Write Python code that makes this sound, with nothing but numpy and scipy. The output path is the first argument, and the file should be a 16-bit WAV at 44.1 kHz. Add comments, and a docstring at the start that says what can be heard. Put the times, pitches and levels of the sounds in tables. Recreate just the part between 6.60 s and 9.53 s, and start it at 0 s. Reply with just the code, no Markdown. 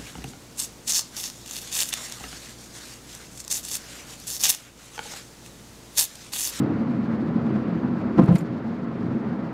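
"""Inside a car at highway speed as it rolls onto a bridge.
From the start the tyres drone over a low rumble and a soft rush of tread and wind, with a hum that fades.
A few wheel thumps, a seam slap or two and a faint strike lead up to the steel deck joint: there thumps, slaps
and ringing panels crowd together, trim crackles, ticks and knocks, and a small metal part jingles.
On the smoother deck the drone is softer, with one last faint thump. Noise is shaped by spectra; blows are sines."""
import sys
import numpy as np
from scipy import signal
from scipy.fft import rfft, irfft
from scipy.io import wavfile

SR = 44100
rng = np.random.default_rng(int(sys.argv[2]) if len(sys.argv) > 2 else 0)


def transcribe(signal):
    """Save signal, clipped to [-1, 1], as a 16-bit WAV file at the path in sys.argv[1]."""
    frames = np.atleast_2d(signal).T
    limited = np.clip(frames, -1, 1)
    pcm = np.round(limited * 32767).astype(np.int16)
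    wavfile.write(sys.argv[1], SR, pcm)


N = 129213
T = np.arange(N) / SR  # seconds
HZ = np.fft.rfftfreq(N, 1 / SR)

# Bright colour shared by trim ticks and trim chatter. Each row: frequency in Hz, relative density in dB per Hz.
TICK_COLOUR = [(800, -19.5), (2500, 10.5), (5000, -1), (8000, -2), (11000, -2.5), (14000, -11),
               (15500, -22)]


def amp(db):
    """Decibels to gain."""
    return 10 ** (np.asarray(db) / 20)


def unit(x):
    """Scales to an rms of one."""
    return x / np.sqrt(np.mean(x ** 2) + 1e-20)


def colour(points):
    """Gain at each frequency from (Hz, dB) points, joined along a log frequency axis."""
    hz, db = np.transpose(points)
    return amp(np.interp(np.log(HZ + 1), np.log(hz), db))


def level(points):
    """Gain at each moment from (s, dB) points."""
    return amp(np.interp(T, *np.transpose(points)))


def noise(gain):
    """Noise of unit rms with the given spectrum and random phases."""
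    phases = np.exp(2j * np.pi * rng.random(len(HZ)))
    return unit(irfft(gain * phases, N))


def flutter(rate_hz, depth_db):
    """A random wavering gain: depth is its rms in dB, and it wavers mostly slower than the rate."""
    return amp(depth_db * noise(1 / (1 + (HZ / rate_hz) ** 4)))


def resonances(modes):
    """Spectrum of steep resonances, each with its own share of the power."""
    return sum(amp(db) / np.sqrt(width) / (1 + (2 * (HZ - hz) / width) ** 2) for hz, width, db in modes)


def panels(share):
    """Lift that the body panels give to sound passing through them; share scales the lift in dB."""
    # Panel resonances. Each row: frequency in Hz, width in Hz, lift in dB at a share of one.
    panel_modes = [(353, 42, 9), (551, 53, 16), (681, 63, 16), (990, 28, 6), (1336, 110, 6.5)]
    lift_db = sum(db / (1 + (2 * (HZ - hz) / width) ** 2) for hz, width, db in panel_modes)
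    return amp(share * lift_db)


def bursts(rows):
    """Envelope of contacts that each swell to a peak and die away; overlaps add in power."""
    power = np.zeros(N)
    for s, db, rise, decay in rows:
        swell = np.exp(-np.maximum((s - T) / rise, (T - s) / decay))
        power += (amp(db) * swell) ** 2
    return np.sqrt(power)


def rumble():
    """The road's grain shakes the body and the cabin's own air resonances."""
    # Road rumble in the cabin. Each row: frequency in Hz, relative density in dB per Hz.
    rumble_colour = [(20, -41.5), (40, -30), (65, -28), (82, -15.5), (100, -12), (135, -7.5), (190, -0.5),
                     (260, -4), (330, -8.5), (420, -11.5), (600, -25), (1200, -45), (3000, -82.5)]
    # The cabin's air resonances. Each row: frequency in Hz, width in Hz, relative power in dB.
    cabin_modes = [(104, 8.5, -7.5), (130.6, 9.3, -0.5), (174.4, 25, 0), (318.7, 23, 1)]
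    # Coarseness of the road surface. Each row: time in seconds, rumble level in dB.
    surface = [(0, -23), (.2, -31), (.35, -30), (.45, -29), (.62, -27.5), (.77, -29.5), (.95, -27),
               (1.05, -28), (1.18, -27.5), (1.35, -31.5), (1.5, -29), (1.8, -32), (1.92, -30), (2.15, -34),
               (2.35, -32), (2.55, -28), (2.8, -31.5), (2.93, -37.5)]
    cabin_db = -3.5  # relative to the rumble
    body = noise(colour(rumble_colour))
    cabin_air = amp(cabin_db) * noise(resonances(cabin_modes))
    return (body + cabin_air) * level(surface)


def buffet():
    """Very quiet, lumpy low buffeting under the rumble: one broad resonance with a wavering level."""
    # The buffeting band. Each row: frequency in Hz, width in Hz, relative level in dB.
    buffet_mode = [(63, 62, 0)]
    buffet_db = -56.5
    narrowed = noise(resonances(buffet_mode) ** 2)
    return amp(buffet_db) * unit(narrowed * flutter(rate_hz=9, depth_db=5))


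def tyre_drone():
    """Air kept ringing inside the tyres: narrow resonant noise with its swells partly evened out."""
    # Ringing of the tyre air. Each row: frequency in Hz, width in Hz, relative power in dB.
    tyre_modes = [(228.6, 25.8, -2.5), (243.6, 12, -11.5)]
    # Strength of the drone. Each row: time in seconds, level in dB.
    drone_level = [(0, -32.5), (.13, -28.5), (.22, -26), (.31, -25), (.355, -38.5), (.42, -26), (.475, -30),
                   (.56, -23.5), (.7, -29.5), (.76, -23.5), (.87, -43), (.97, -29), (1.02, -33.5),
                   (1.27, -25.5), (1.5, -31), (1.86, -37.5), (2.12, -29.5), (2.93, -35.5)]
    evenness = 0.35  # 0 leaves the swells, 1 nearly flattens them
    ringing = noise(resonances(tyre_modes))
    swells = abs(signal.hilbert(ringing)) + 0.1
    evened = ringing / swells ** evenness
    return unit(evened * flutter(rate_hz=31, depth_db=0.8)) * level(drone_level)


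def hum():
    """A steady sine a little above the drone that fades away at an even rate in dB."""
    hum_hz, start_db, fall_db_per_s = 281.8, -22.5, 40.5
    return amp(start_db - fall_db_per_s * T) * np.sin(2 * np.pi * hum_hz * T)


def roar(gain):
    """Noise whose overlapping bands each swell and sink on their own as the road's grain changes."""
    # Centres of the bands in Hz.
    centres_hz = [300, 600, 1000, 1600, 2600, 4500]
    # crossfading weights: at every frequency the bands add up to the whole
    shares = [np.interp(HZ, centres_hz, row) for row in np.eye(len(centres_hz))]
    whole = rfft(noise(gain))
    return unit(sum(irfft(whole * share, N) * flutter(rate_hz=19, depth_db=1.14) for share in shares))


def tread_rush():
    """Tread noise coloured by the body panels, swelling band by band."""
    # Rush of the tread. Each row: frequency in Hz, relative density in dB per Hz.
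    tread_colour = [(150, -20.5), (400, -0.5), (540, -1.5), (620, -5), (800, -3.5), (1100, -4.5),
                    (1400, -7.5), (2000, -13.5), (3000, -24.5), (4500, -34.5), (8000, -62.5)]
    # Level of the rush. Each row: time in seconds, level in dB.
    tread_level = [(0, -35), (.1, -36), (.3, -39.5), (.6, -37.5), (.88, -38.5), (.96, -38.5), (1.06, -37.5),
                   (1.5, -38.5), (1.9, -40.5), (2.3, -40), (2.55, -39), (2.93, -40)]
    rush = roar(colour(tread_colour) * panels(share=0.37))
    return rush * level(tread_level) * flutter(rate_hz=22, depth_db=0.6)


def wind():
    """Wind along the windows: wavering broadband noise that slowly eases."""
    # Hiss at the glass. Each row: frequency in Hz, relative density in dB per Hz.
    wind_colour = [(300, -7.5), (1500, -2), (3200, -2.5), (4500, -0.5), (5500, -7.5), (7000, -12),
                   (9000, -21), (15000, -24.5)]
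    start_db, drop_db = -60.5, -1.5  # the drop is spread over the whole scene
    easing = amp(start_db + drop_db * T / T[-1])
    return easing * noise(colour(wind_colour)) * flutter(rate_hz=22, depth_db=1.6)


def thumps():
    """Wheel blows through the suspension: the body booms for a few cycles, sagging a little in pitch."""
    # The blows. Each row: start in seconds, level in dB, starting pitch in Hz, time to the peak in seconds.
    blows = [(0.382, -14, 233.5, 0.012), (0.422, -17.5, 224, 0.015), (.752, -14, 230, 0.013),
             (.854, -15, 240, 0.0097), (.951, -15, 223.3, 0.013), (1.24, -19.5, 230, 0.012),
             (2.447, -23, 197, 0.014), (1.574, -11.5, 206, 0.0037), (1.5825, -8.5, 332, 0.0074),
             (1.588, -4.5, 201, 0.0091), (1.598, -21, 375, 0.0091), (1.611, -5, 250, 0.0043),
             (1.628, -9, 158.4, 0.0094), (1.645, -12, 178, 0.0059), (1.675, -17.5, 358, 0.0039),
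             (1.6851, -6, 152.4, 0.008), (1.704, -5.5, 179, 0.012), (1.713, -21.5, 97, 0.015),
             (1.744, -7.5, 177, 0.007), (1.802, -20, 165.6, 0.018)]
    shape = 2.4  # higher makes a tighter swell
    sag = 0.011  # share of the pitch lost per time-to-peak
    out = np.zeros(N)
    for s, db, hz, length in blows:
        u = np.clip((T - s) / length, 0, 10)
        boom = np.sin(2 * np.pi * hz * length * u * (1 - sag * u / 2))
        out += amp(db) * (u * np.exp(1 - u)) ** shape * boom
    return out


def slaps():
    """Tread slapping seams and the steel of the joint: gritty noise bursts through the body panels."""
    # The slaps. Each row: peak time in seconds, level in dB, rise in seconds, decay in seconds.
    slap_times = [(.865, -35, 0.0049, 0.0077), (.963, -35, 0.0083, 0.0094), (1.587, -26, 0.011, 0.013),
                  (1.5925, -26, 0.00073, 0.008), (1.622, -30, 0.0096, 0.025), (1.686, -28, 0.012, 0.022),
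                  (1.712, -34.5, 0.012, 0.027), (1.760, -33.5, 0.0064, 0.0076)]
    # Colour of a slap. Each row: frequency in Hz, relative density in dB per Hz.
    slap_colour = [(30, -30.5), (180, -14), (320, -9), (450, -5.5), (700, -8), (1100, -12), (1600, -17.5),
                   (2500, -23), (4500, -34.5), (6500, -44), (15000, -60)]
    grit = flutter(rate_hz=97, depth_db=1)
    return noise(colour(slap_colour) * panels(share=0.5)) * bursts(slap_times) * grit


def strikes():
    """Wheels striking edges in the deck ring the body; each blow favours the modes near its own pitch."""
    # The strikes. Each row: start in seconds, level in dB, pitch struck hardest in Hz, rise in seconds.
    edges = [(.955, -32, 720, .003), (1.574, -28, 520, .002), (1.5799, -19, 1120, .004),
             (1.5915, -16, 660, .0004), (1.617, -30, 800, .001), (1.630, -19, 280, .003),
             (1.631, -31, 1300, .001), (1.686, -24.5, 570, .0007), (1.7053, -24.5, 620, .0008),
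             (1.7246, -26, 520, .003)]
    # What the body rings with. Each row: frequency in Hz, relative level in dB, time to fall 60 dB in seconds.
    body_modes = [(321.7, 4, 0.14), (377, -7, 0.11), (507, 2.5, 0.092), (683, -1.5, 0.054),
                  (738, -3, 0.037), (955, -9, 0.068), (1040, -1.5, 0.077), (1200, -10.5, 0.065),
                  (1330, -5.5, 0.08), (1970, -13, .06)]
    focus_db = 11  # loss one octave from the pitch struck hardest, growing with the square of the octaves
    out = np.zeros(N)
    for s, strength_db, centre_hz, rise in edges:
        t = np.maximum(T - s, 0)
        ring = np.zeros(N)
        for hz, db, t60 in body_modes:
            loss_db = focus_db * np.log2(hz / centre_hz) ** 2
            ring += amp(db - loss_db - 60 * t / t60) * np.sin(2 * np.pi * hz * t)
        out += amp(strength_db) * (1 - np.exp(-t / rise)) * ring
    return out


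def chatter():
    """A dense crackle of tiny random contacts in the trim, heard while the body shakes."""
    # Strength of the chatter. Each row: time in seconds, level in dB.
    chatter_level = [(1.56, -88), (1.59, -69.5), (1.61, -66), (1.635, -60), (1.67, -60.5), (1.70, -68),
                     (1.74, -57), (1.765, -52), (1.80, -56), (1.825, -62), (1.87, -82)]
    contacts_per_s = 2500  # on average
    touching = rng.random(N) < contacts_per_s / SR
    contacts = rng.standard_normal(N) * touching
    return unit(irfft(rfft(contacts) * colour(TICK_COLOUR), N)) * level(chatter_level)


def trim_ticks():
    """Loose trim shaken by the jolt: short bright noise bursts with a rough edge."""
    # The ticks. Each row: peak time in seconds, level in dB, rise in seconds, decay in seconds.
    tick_times = [(1.624, -70, 0.0048, 0.0071), (1.639, -47, 0.0012, 0.004), (1.6595, -47, .0003, 0.0033),
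                  (1.7245, -47, .0003, 0.0018), (1.752, -39, 0.00022, .0015),
                  (1.757, -35.5, 0.0022, 0.0045), (1.768, -49, .002, 0.007), (1.784, -50, 0.0022, .007),
                  (1.810, -49, 0.0022, 0.0042)]
    return noise(colour(TICK_COLOUR)) * bursts(tick_times) * flutter(rate_hz=690, depth_db=1)


def panel_knocks():
    """A plastic panel knocking: noise bursts with a few strong bands."""
    # The knocks. Each row: peak time in seconds, level in dB, rise in seconds, decay in seconds.
    knock_times = [(1.758, -35.5, 0.0014, 0.0037), (1.762, -36, 0.0017, 0.007), (1.809, -47, .003, 0.0053)]
    # Colour of the plastic. Each row: frequency in Hz, relative density in dB per Hz.
    knock_colour = [(500, -8), (1200, 1), (2200, 10.5), (3200, -13), (4800, 3), (7000, -33), (14000, -42)]
    return noise(colour(knock_colour)) * bursts(knock_times)


def metal_jingle():
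    """A small metal part touching: brief bursts of noise narrowed to its high modes."""
    # The touches. Each row: peak time in seconds, level in dB, rise in seconds, decay in seconds.
    touches = [(1.758, -51, .002, 0.0061), (1.786, -42, 0.0037, 0.0072)]
    # Modes of the metal. Each row: frequency in Hz, width in Hz, relative power in dB.
    metal_modes = [(5650, 250, -14), (7110, 490, -1), (8450, 420, -6.5), (10470, 400, -13),
                   (12340, 250, -19), (14050, 440, -9)]
    return noise(resonances(metal_modes)) * bursts(touches)


def scene():
    """Everything heard from the front seat, as one channel."""
    road = rumble() + buffet() + tyre_drone() + hum()
    rush = tread_rush() + wind()
    impacts = thumps() + slaps() + strikes()
    rattles = chatter() + trim_ticks() + panel_knocks() + metal_jingle()
    return (road + rush + impacts + rattles)[None]


def record(dry):
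    """The recorder's band limit: a steep, delay-free low-pass."""
    cutoff_hz = 15500
    lowpass = signal.firwin(511, cutoff_hz, window=("kaiser", 9), fs=SR)
    return signal.oaconvolve(dry, lowpass[None], "same")


dry = scene()
out = record(dry)
transcribe(out)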